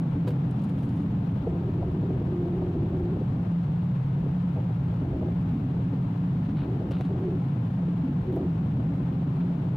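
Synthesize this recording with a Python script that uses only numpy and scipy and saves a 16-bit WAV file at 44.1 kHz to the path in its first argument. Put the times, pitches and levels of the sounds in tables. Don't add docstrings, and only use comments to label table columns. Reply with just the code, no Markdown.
import sys
import numpy as np
from scipy import signal
from scipy.fft import rfft, irfft
from scipy.io import wavfile
from scipy.ndimage import uniform_filter1d, minimum_filter1d

SR = 44100
rng = np.random.default_rng(int(sys.argv[2]) if len(sys.argv) > 2 else 0)


def master(y):
    cut = np.clip(np.atleast_2d(y).T, -1, 1)
    pcm = np.round(cut * 32767)
    wavfile.write(sys.argv[1], SR, pcm.astype(np.int16))


N = 430416
TIME = np.arange(N) / SR

# frequency in Hz, relative level in dB.
AIR_TONE = [(30, -1.5), (120, -16), (220, -13), (350, 6), (550, 2), (850, 1.5), (1200, -9), (2000, -16),
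            (2800, -18), (3900, -25), (5300, -34), (9500, -42.5), (12500, -40), (16000, -47)]
# frequency in Hz, likeness (1 means the same).
AIR_LIKENESS = [(100, 0), (400, 0.8), (800, 0.07), (1500, 0.05), (3000, 0.03), (6000, 0.03), (12000, 0.3)]
# frequency in Hz, left minus right in dB.
AIR_LEAN = [(200, 0.5), (500, 5.5), (800, 2.5), (1250, 11.5), (2500, 3.5), (3800, 7), (6000, 6), (8500, 0),
            (12000, 3)]

# start in seconds, relative level in dB, seconds to fade
# by 60 dB, treble tilt in dB per octave, top frequency in Hz.
FITTING_CLACKS = [(0.272, -55, .06, 0.5, 15000), (0.2774, -49, 0.039, 1, 15900),
                  (0.283, -52.5, 0.1, -0.5, 15800), (0.304, -61, 0.11, 0.5, 14000),
                  (0.509, -58.5, 0.025, 6, 10900), (0.591, -62, 0.05, 0, 11000),
                  (0.617, -60, .04, 2, 11500), (0.636, -56.5, 0.075, 1, 12000),
                  (0.69, -57, 0.058, 1, 11500), (0.78, -62, 0.14, 0, 11500), (0.825, -64, 0.16, 2, 13000),
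                  (0.887, -61, 0.092, -1, 11500), (0.97, -65, .2, -1, 10600), (6.448, -59, .1, 0, 4800),
                  (6.49, -52, 0.036, -2, 6900), (6.568, -53.5, 0.052, -1, 4600),
                  (6.583, -54, 0.13, -4, 5000), (6.61, -56, 0.082, -12, 4800), (6.632, -52, .05, -7, 4200),
                  (6.910, -49, 0.033, -2, 11000), (6.917, -43.5, 0.022, -2, 12500),
                  (6.932, -49.5, 0.035, 2, 5000), (6.949, -51, 0.03, -2, 4900),
                  (6.967, -50, 0.041, -10, 5000), (7.008, -47.5, 0.04, -3.5, 12500),
                  (7.02, -52, 0.025, -7, 4800), (7.05, -52.5, 0.035, -3, 10500),
                  (8.325, -70, .14, 4, 14000), (8.352, -69, 0.09, 11, 16000), (8.36, -66, .11, 1, 16000),
                  (9.406, -54, 0.093, -11, 4750)]
# frequency in Hz, relative level in dB.
CLACK_TONE = [(500, 2), (1000, 13), (2000, 2), (3200, 1.5), (3900, -2.5), (4600, -7), (5500, -10.5),
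              (8000, -13), (10000, -13.5), (12500, -13), (16000, -11)]
# start and end in seconds, level in dB.
JIGGLE_TIMES = [(0.55, 0.77, -82), (0.79, 1.03, -78.5), (6.898, 7.08, -81)]
SCRAPE_TIMES = [(6.56, 6.637, -64), (6.912, 6.97, -60), (6.975, 7.07, -63.5)]
# pitch in Hz, width in Hz, relative level in dB.
CLACK_MODES = [(2010, 71, -9.5), (2710, 65, -6), (3650, 120, -2), (3930, 120, 3), (4300, 130, -1.5)]
JIGGLING_MODES = [(6500, 2500, -3), (9800, 2400, -1.5)]
SCRAPING_MODES = [(2900, 900, -0.5), (3860, 810, -3)]

# start in seconds, level in dB.
JOINT_STRIKES = [(0.272, -35), (0.278, -29.5), (0.307, -39)]
# pitch in Hz, relative level in dB, seconds to fade by 60 dB.
STEEL_MODES = [(484, 1.5, .17), (654, -15, 0.064), (970, -11, 0.058), (1570, -15, 0.046),
               (2130, -20.5, 0.045), (2490, -21, 0.04), (3050, -22, 0.04), (3850, -28, 0.045),
               (4530, -25, 0.05)]
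# start in seconds, level in dB, length in seconds, pitch in Hz.
WHEEL_KNOCKS = [(0.268, -30, 0.038, 480), (1.467, -20.5, 0.016, 420), (1.815, -31, 0.029, 580),
                (2.023, -32.5, 0.028, 430), (2.097, -36, 0.016, 480), (2.206, -29, 0.023, 310),
                (2.611, -37, 0.033, 620), (2.74, -36, .016, 540), (3.159, -30.5, 0.018, 460),
                (3.207, -29, 0.021, 420), (4.169, -34.5, 0.031, 380), (4.257, -32.5, 0.018, 430),
                (4.555, -37, 0.05, 600), (4.692, -38.5, 0.03, 480), (4.762, -40, 0.026, 470),
                (4.923, -33.5, 0.017, 500), (4.951, -36, 0.014, 520), (5.128, -36, 0.031, 520),
                (5.215, -31, 0.027, 570), (5.275, -35.5, 0.02, 537), (5.788, -36.5, 0.019, 540),
                (5.926, -35.5, 0.017, 500), (6.752, -40, 0.027, 550), (6.795, -33, 0.034, 520),
                (6.904, -35.5, 0.024, 520), (6.994, -35.5, 0.03, 560), (7.099, -33, 0.031, 430),
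                (7.23, -40, 0.029, 660), (7.827, -38.5, 0.018, 450), (7.874, -38, 0.019, 430),
                (8.057, -40, 0.02, 500), (8.362, -26.5, 0.022, 560)]
# pitch in Hz, relative level in dB.
CARRIER_MODES = [(305, 2.5), (395, 3), (485, -1.5), (630, -4), (770, -7.5), (920, -12)]
# start and end in seconds, level in dB, pitch in Hz.
WHEEL_HOWLS = [(2.315, 2.56, -32, 349.8), (2.56, 3.162, -35.5, 360), (5.056, 5.275, -38.5, 345),
               (7.195, 7.363, -34, 377.7), (7.254, 7.298, -28, 356), (8.27, 8.452, -37.5, 355)]
SHELL_BOOMS = [(0.543, 1.207, -31.5, 201.4), (3.236, 3.56, -28, 115.9), (3.44, 3.823, -23.5, 171.2),
               (3.786, 4.17, -24.5, 132.1), (3.92, 4.2, -27.5, 172), (4.21, 4.64, -26, 175.3),
               (4.317, 4.648, -26.5, 137), (4.67, 5.012, -28, 116), (4.745, 4.925, -27, 176.2),
               (8.496, 9.766, -28.5, 172.1)]

# time in seconds, dB above ordinary rail.
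RAIL_ROUGHNESS = [(0, 1.5), (.45, 1), (1.0, 3.5), (1.27, 0), (1.6, -2.5), (2.3, 0.5), (3.1, -5), (3.3, 2.5),
                  (3.9, -5.5), (4.25, -3), (4.5, -1), (4.85, -4.5), (5.05, 0), (5.6, 0.5), (6.1, -0.5),
                  (6.5, -0.5), (7.7, -2), (8.1, 1), (8.25, -2), (8.6, 2), (9.0, 2.5), (9.25, -0.5),
                  (9.5, 3.5), (9.76, -3.5)]
# time in seconds, level in dB.
FRAME_SHUDDER = [(0, -56), (.12, -32), (.28, -39.5), (.85, -37), (1.02, -33), (1.25, -37.5), (1.5, -32.5),
                 (1.8, -28), (2.1, -33), (2.45, -35.5), (2.65, -30), (3.0, -28), (3.2, -35.5), (3.9, -37),
                 (4.3, -35), (4.6, -34), (5.0, -33.5), (5.18, -32), (5.55, -32.5), (5.85, -34.5),
                 (6.15, -41), (6.35, -32.5), (6.8, -39), (7.22, -34.5), (7.5, -43.5), (7.95, -38.5),
                 (8.45, -34.5), (8.95, -35), (9.5, -40.5)]
# start and end in seconds, level in dB.
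PANEL_SURGES = [(0.87, 1.058, -32.5), (5.518, 5.684, -27), (5.863, 5.957, -29.5), (6.362, 6.603, -32.5),
                (8.034, 8.12, -25.5)]
WHEEL_GROWLS = [(1.46, 2.254, -34.5), (2.272, 3.16, -33.5), (5.027, 5.303, -37.5), (6.624, 6.905, -37.5),
                (7.085, 7.367, -35), (8.28, 8.453, -29.5)]
# middle in seconds, length in seconds, depth in dB.
DRONE_LULLS = [(1.443, 0.047, 19), (3.188, 0.021, 16), (5.025, 0.025, 6), (5.163, 0.08, 8),
               (6.666, 0.05, 13.5), (6.872, 0.075, 11), (8.25, 0.05, 16), (8.44, 0.029, 15)]
# pitch in Hz, width in Hz, relative level in dB.
FRAME_MODES = [(38, 16, -16.5), (67.8, 30, -4.5), (93.4, 25, -0.7)]
PANEL_MODES = [(207, 24, -10), (246.5, 28, -9), (277.7, 31.3, -7)]
WHEEL_MODES = [(282.8, 30, -3), (329, 46, -0.5), (376.4, 40, -2)]
TREAD_MODES = [(474, 90, 0.5), (655, 220, -4)]
SHELL_MODES = [(112.94, 16, -5), (137, 23.9, 0), (171.64, 17.3, 1), (198.8, 35, -9.5)]

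DRONE_DB, BUZZ_DB, RUMBLE_DB, RUSH_DB = -22.5, -35, -46, -43.5
GROWL_FADE_S = .06


def from_db(db):
    return 10 ** (np.asarray(db) / 20)


def rms_one(x):
    return x / np.sqrt(np.mean(x ** 2) + 1e-20)


def steady(x, span_s):
    return x / np.sqrt(uniform_filter1d(x * x, max(int(span_s * SR), 2)) + 1e-12)


def in_time(points):
    return np.interp(TIME, *np.transpose(points))


def at_hz(points, hz):
    point_hz, value = np.transpose(points)
    return np.interp(np.log(np.maximum(hz, 1)), np.log(point_hz), value)


def held(start, end, fade_s):
    return np.clip(np.minimum(TIME - start, end - TIME) / fade_s + .5, 0, 1)


def drift(rate_hz):
    step, warm_up = 40, 2000
    memory = np.exp(-2 * np.pi * step * rate_hz / SR)
    noise = rng.standard_normal(N // step + warm_up + 2)
    slow = signal.lfilter([1], [1, -2 * memory, memory * memory], noise)[warm_up:]
    return np.interp(np.arange(N) / step, np.arange(len(slow)), rms_one(slow))


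def waver(hz, wander, rate_hz):
    cycles = np.cumsum(hz * (1 + wander * drift(rate_hz))) / SR + rng.random()
    return np.sqrt(2) * np.sin(2 * np.pi * cycles)


def resonate(x, hz, width):
    edges = np.clip([hz - width / 2, hz + width / 2], 10, .45 * SR)
    return signal.sosfilt(signal.butter(2, edges, "band", fs=SR, output="sos"), x)


def shake(modes, bumpy_db, span_s):
    contact = from_db(bumpy_db * drift(19))
    out = 0
    for hz, width, db in modes:
        force = np.pad(contact * rng.standard_normal(N), (SR // 4, 0), mode="reflect")
        out = out + from_db(db) * rms_one(resonate(force, hz, width)[-N:])
    return steady(out, span_s)


def air_rush(flutter_db):
    hz = np.fft.rfftfreq(N, 1 / SR)
    mid, side = rfft(rng.standard_normal((2, N)))
    alike, left_right = at_hz(AIR_LIKENESS, hz), np.array([[1], [-1]])
    ears = np.sqrt(1 + alike) * mid + np.sqrt(1 - alike) * side * left_right
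    tone = from_db(at_hz(AIR_TONE, hz) + left_right * at_hz(AIR_LEAN, hz) / 2)
    return rms_one(irfft(ears * tone, N)) * from_db(RUSH_DB + flutter_db * drift(45))


def clacks(rise_s, grain_db, stereo_width):
    out, t = np.zeros((2, N)), TIME[:SR // 3]
    hz = np.fft.rfftfreq(len(t), 1 / SR)
    grains = steady(from_db(grain_db * drift(400)), span_s=0.012)
    for start, db, decay_s, tilt_db, top_hz in FITTING_CLACKS:
        at = int(start * SR)
        contacts = rng.standard_normal((2, len(t))) * np.roll(grains, -at)[:len(t)]
        tone = from_db(at_hz(CLACK_TONE, hz) + tilt_db * np.log2(np.clip(hz, 2500, 10000) / 2500))
        tone *= hz / (hz + 400) / np.sqrt(1 + (hz / top_hz) ** 20)
        mid, side = rms_one(irfft(rfft(contacts) * tone, len(t)))
        fade = from_db(db - 60 * t / decay_s) * (1 - np.exp(-t / rise_s))
        sound = (mid + stereo_width * side * [[1], [-1]]) * fade
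        out[:, at:at + len(t)] += sound[:, :N - at]
    return out


def fittings():
    contacts = clacks(rise_s=0.0014, grain_db=5.5, stereo_width=.3)
    ringing = sum(from_db(db) * resonate(contacts, hz, width) for hz, width, db in CLACK_MODES)
    jiggle = sum(from_db(db) * held(start, end, .1) for start, end, db in JIGGLE_TIMES)
    jiggle *= from_db(2.8 * drift(120)) * shake(JIGGLING_MODES, bumpy_db=4, span_s=.05)
    scrape = sum(from_db(db) * held(start, end, 0.032) for start, end, db in SCRAPE_TIMES)
    scrape *= shake(SCRAPING_MODES, bumpy_db=4, span_s=.03)
    return from_db(7.0) * (contacts + ringing) + jiggle + scrape


def rail_joint():
    out, t = np.zeros(N), TIME[:SR // 3]
    for start, db in JOINT_STRIKES:
        at = int(start * SR)
        for hz, mode_db, decay_s in STEEL_MODES:
            fade = from_db(db + mode_db + rng.normal(0, 1) - 60 * t / decay_s)
            out[at:at + len(t)] += fade * np.sin(2 * np.pi * hz * t * rng.normal(1, 0.014))
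    return out


def knocks(reach_octaves, detune, wander_hz):
    out = np.zeros(N)
    hz, mode_db = np.transpose(CARRIER_MODES)
    for start, db, length, knock_hz in WHEEL_KNOCKS:
        swell = np.sqrt(np.hanning(int(length * SR) + 3))
        share = from_db(mode_db) / (1 + (np.log2(hz / knock_hz) / reach_octaves) ** 2)
        pull = rms_one(uniform_filter1d(rng.standard_normal((len(swell), len(hz))), size=200, axis=0))
        pitch = hz * rng.normal(1, detune, len(hz)) + wander_hz * pull
        cycles = np.cumsum(pitch, axis=0) / SR + rng.random(len(hz))
        at = int(start * SR)
        out[at:at + len(swell)] += from_db(db) * swell * rms_one(np.sin(2 * np.pi * cycles) @ share)
    return out


def howls(fade_s):
    return sum(from_db(db) * held(start, end, fade_s) * waver(hz, wander=0.0499, rate_hz=30.1)
               for start, end, db, hz in WHEEL_HOWLS)


def shudder():
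    return from_db(in_time(FRAME_SHUDDER)) * shake(FRAME_MODES, bumpy_db=1.5, span_s=0.084)


def panels(rough_db, fade_s):
    surge = sum(from_db(db) * held(start, end, fade_s) for start, end, db in PANEL_SURGES)
    return np.hypot(from_db(BUZZ_DB + rough_db), surge) * shake(PANEL_MODES, bumpy_db=3.0, span_s=0.1)


def wheels(rough_db, tread_db, tread_growl_db):
    growl = sum(from_db(db) * held(start, end, GROWL_FADE_S) for start, end, db in WHEEL_GROWLS)
    rumble = from_db(RUMBLE_DB + rough_db)
    body = np.hypot(rumble, growl) * shake(WHEEL_MODES, bumpy_db=2.5, span_s=0.096)
    rasp = np.hypot(from_db(tread_db) * rumble, from_db(tread_growl_db) * growl)
    return body + rasp * shake(TREAD_MODES, bumpy_db=0.5, span_s=0.018)


def booms(fade_s):
    out = np.zeros(N)
    for start, end, db, hz in SHELL_BOOMS:
        swell = from_db(db + 2.2 * drift(14)) * held(start, end, fade_s)
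        out += swell * waver(hz, wander=0.0448, rate_hz=19.9)
    return out


def drone(rough_db, throb_db):
    dip_db = sum(0.26 * (db - RUMBLE_DB) * held(start, end, GROWL_FADE_S)
                 for start, end, db in WHEEL_GROWLS)
    dip_db += sum(depth * held(middle - length / 2, middle + length / 2, length / 2)
                  for middle, length, depth in DRONE_LULLS)
    dip_db += sum(2 * from_db(db - DRONE_DB) * held(start, end, .1) for start, end, db, _ in SHELL_BOOMS)
    level_db = DRONE_DB - 0.36 * rough_db - dip_db + throb_db * drift(8.2)
    return from_db(level_db) * shake(SHELL_MODES, bumpy_db=2.5, span_s=0.063)


def scene():
    rough_db = in_time(RAIL_ROUGHNESS)
    car = drone(rough_db, throb_db=1) + wheels(rough_db, tread_db=-8.5, tread_growl_db=-12.5)
    car += panels(rough_db, fade_s=0.022) + booms(fade_s=0.077) + shudder()
    car += knocks(reach_octaves=0.57, detune=.04, wander_hz=34.3) + howls(fade_s=0.017) + rail_joint()
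    return car + air_rush(flutter_db=0.73) + fittings()


def limiter(x, ceiling_db, release_db_per_s):
    over_db = np.maximum(20 * np.log10(np.abs(x).max(axis=0) + 1e-9) - ceiling_db, 0)
    cut_db = np.maximum.accumulate(over_db + release_db_per_s * TIME) - release_db_per_s * TIME
    return x * from_db(uniform_filter1d(minimum_filter1d(-cut_db, size=260), size=260))


def record(dry):
    bass = signal.sosfiltfilt(signal.butter(2, 750, fs=SR, output="sos"), dry)
    limited = limiter(bass, ceiling_db=-20.2, release_db_per_s=302.5) + dry - bass
    return signal.sosfilt(signal.ellip(10, .1, 80, 15700, fs=SR, output="sos"), limited)


dry = scene()
out = record(dry)
master(out)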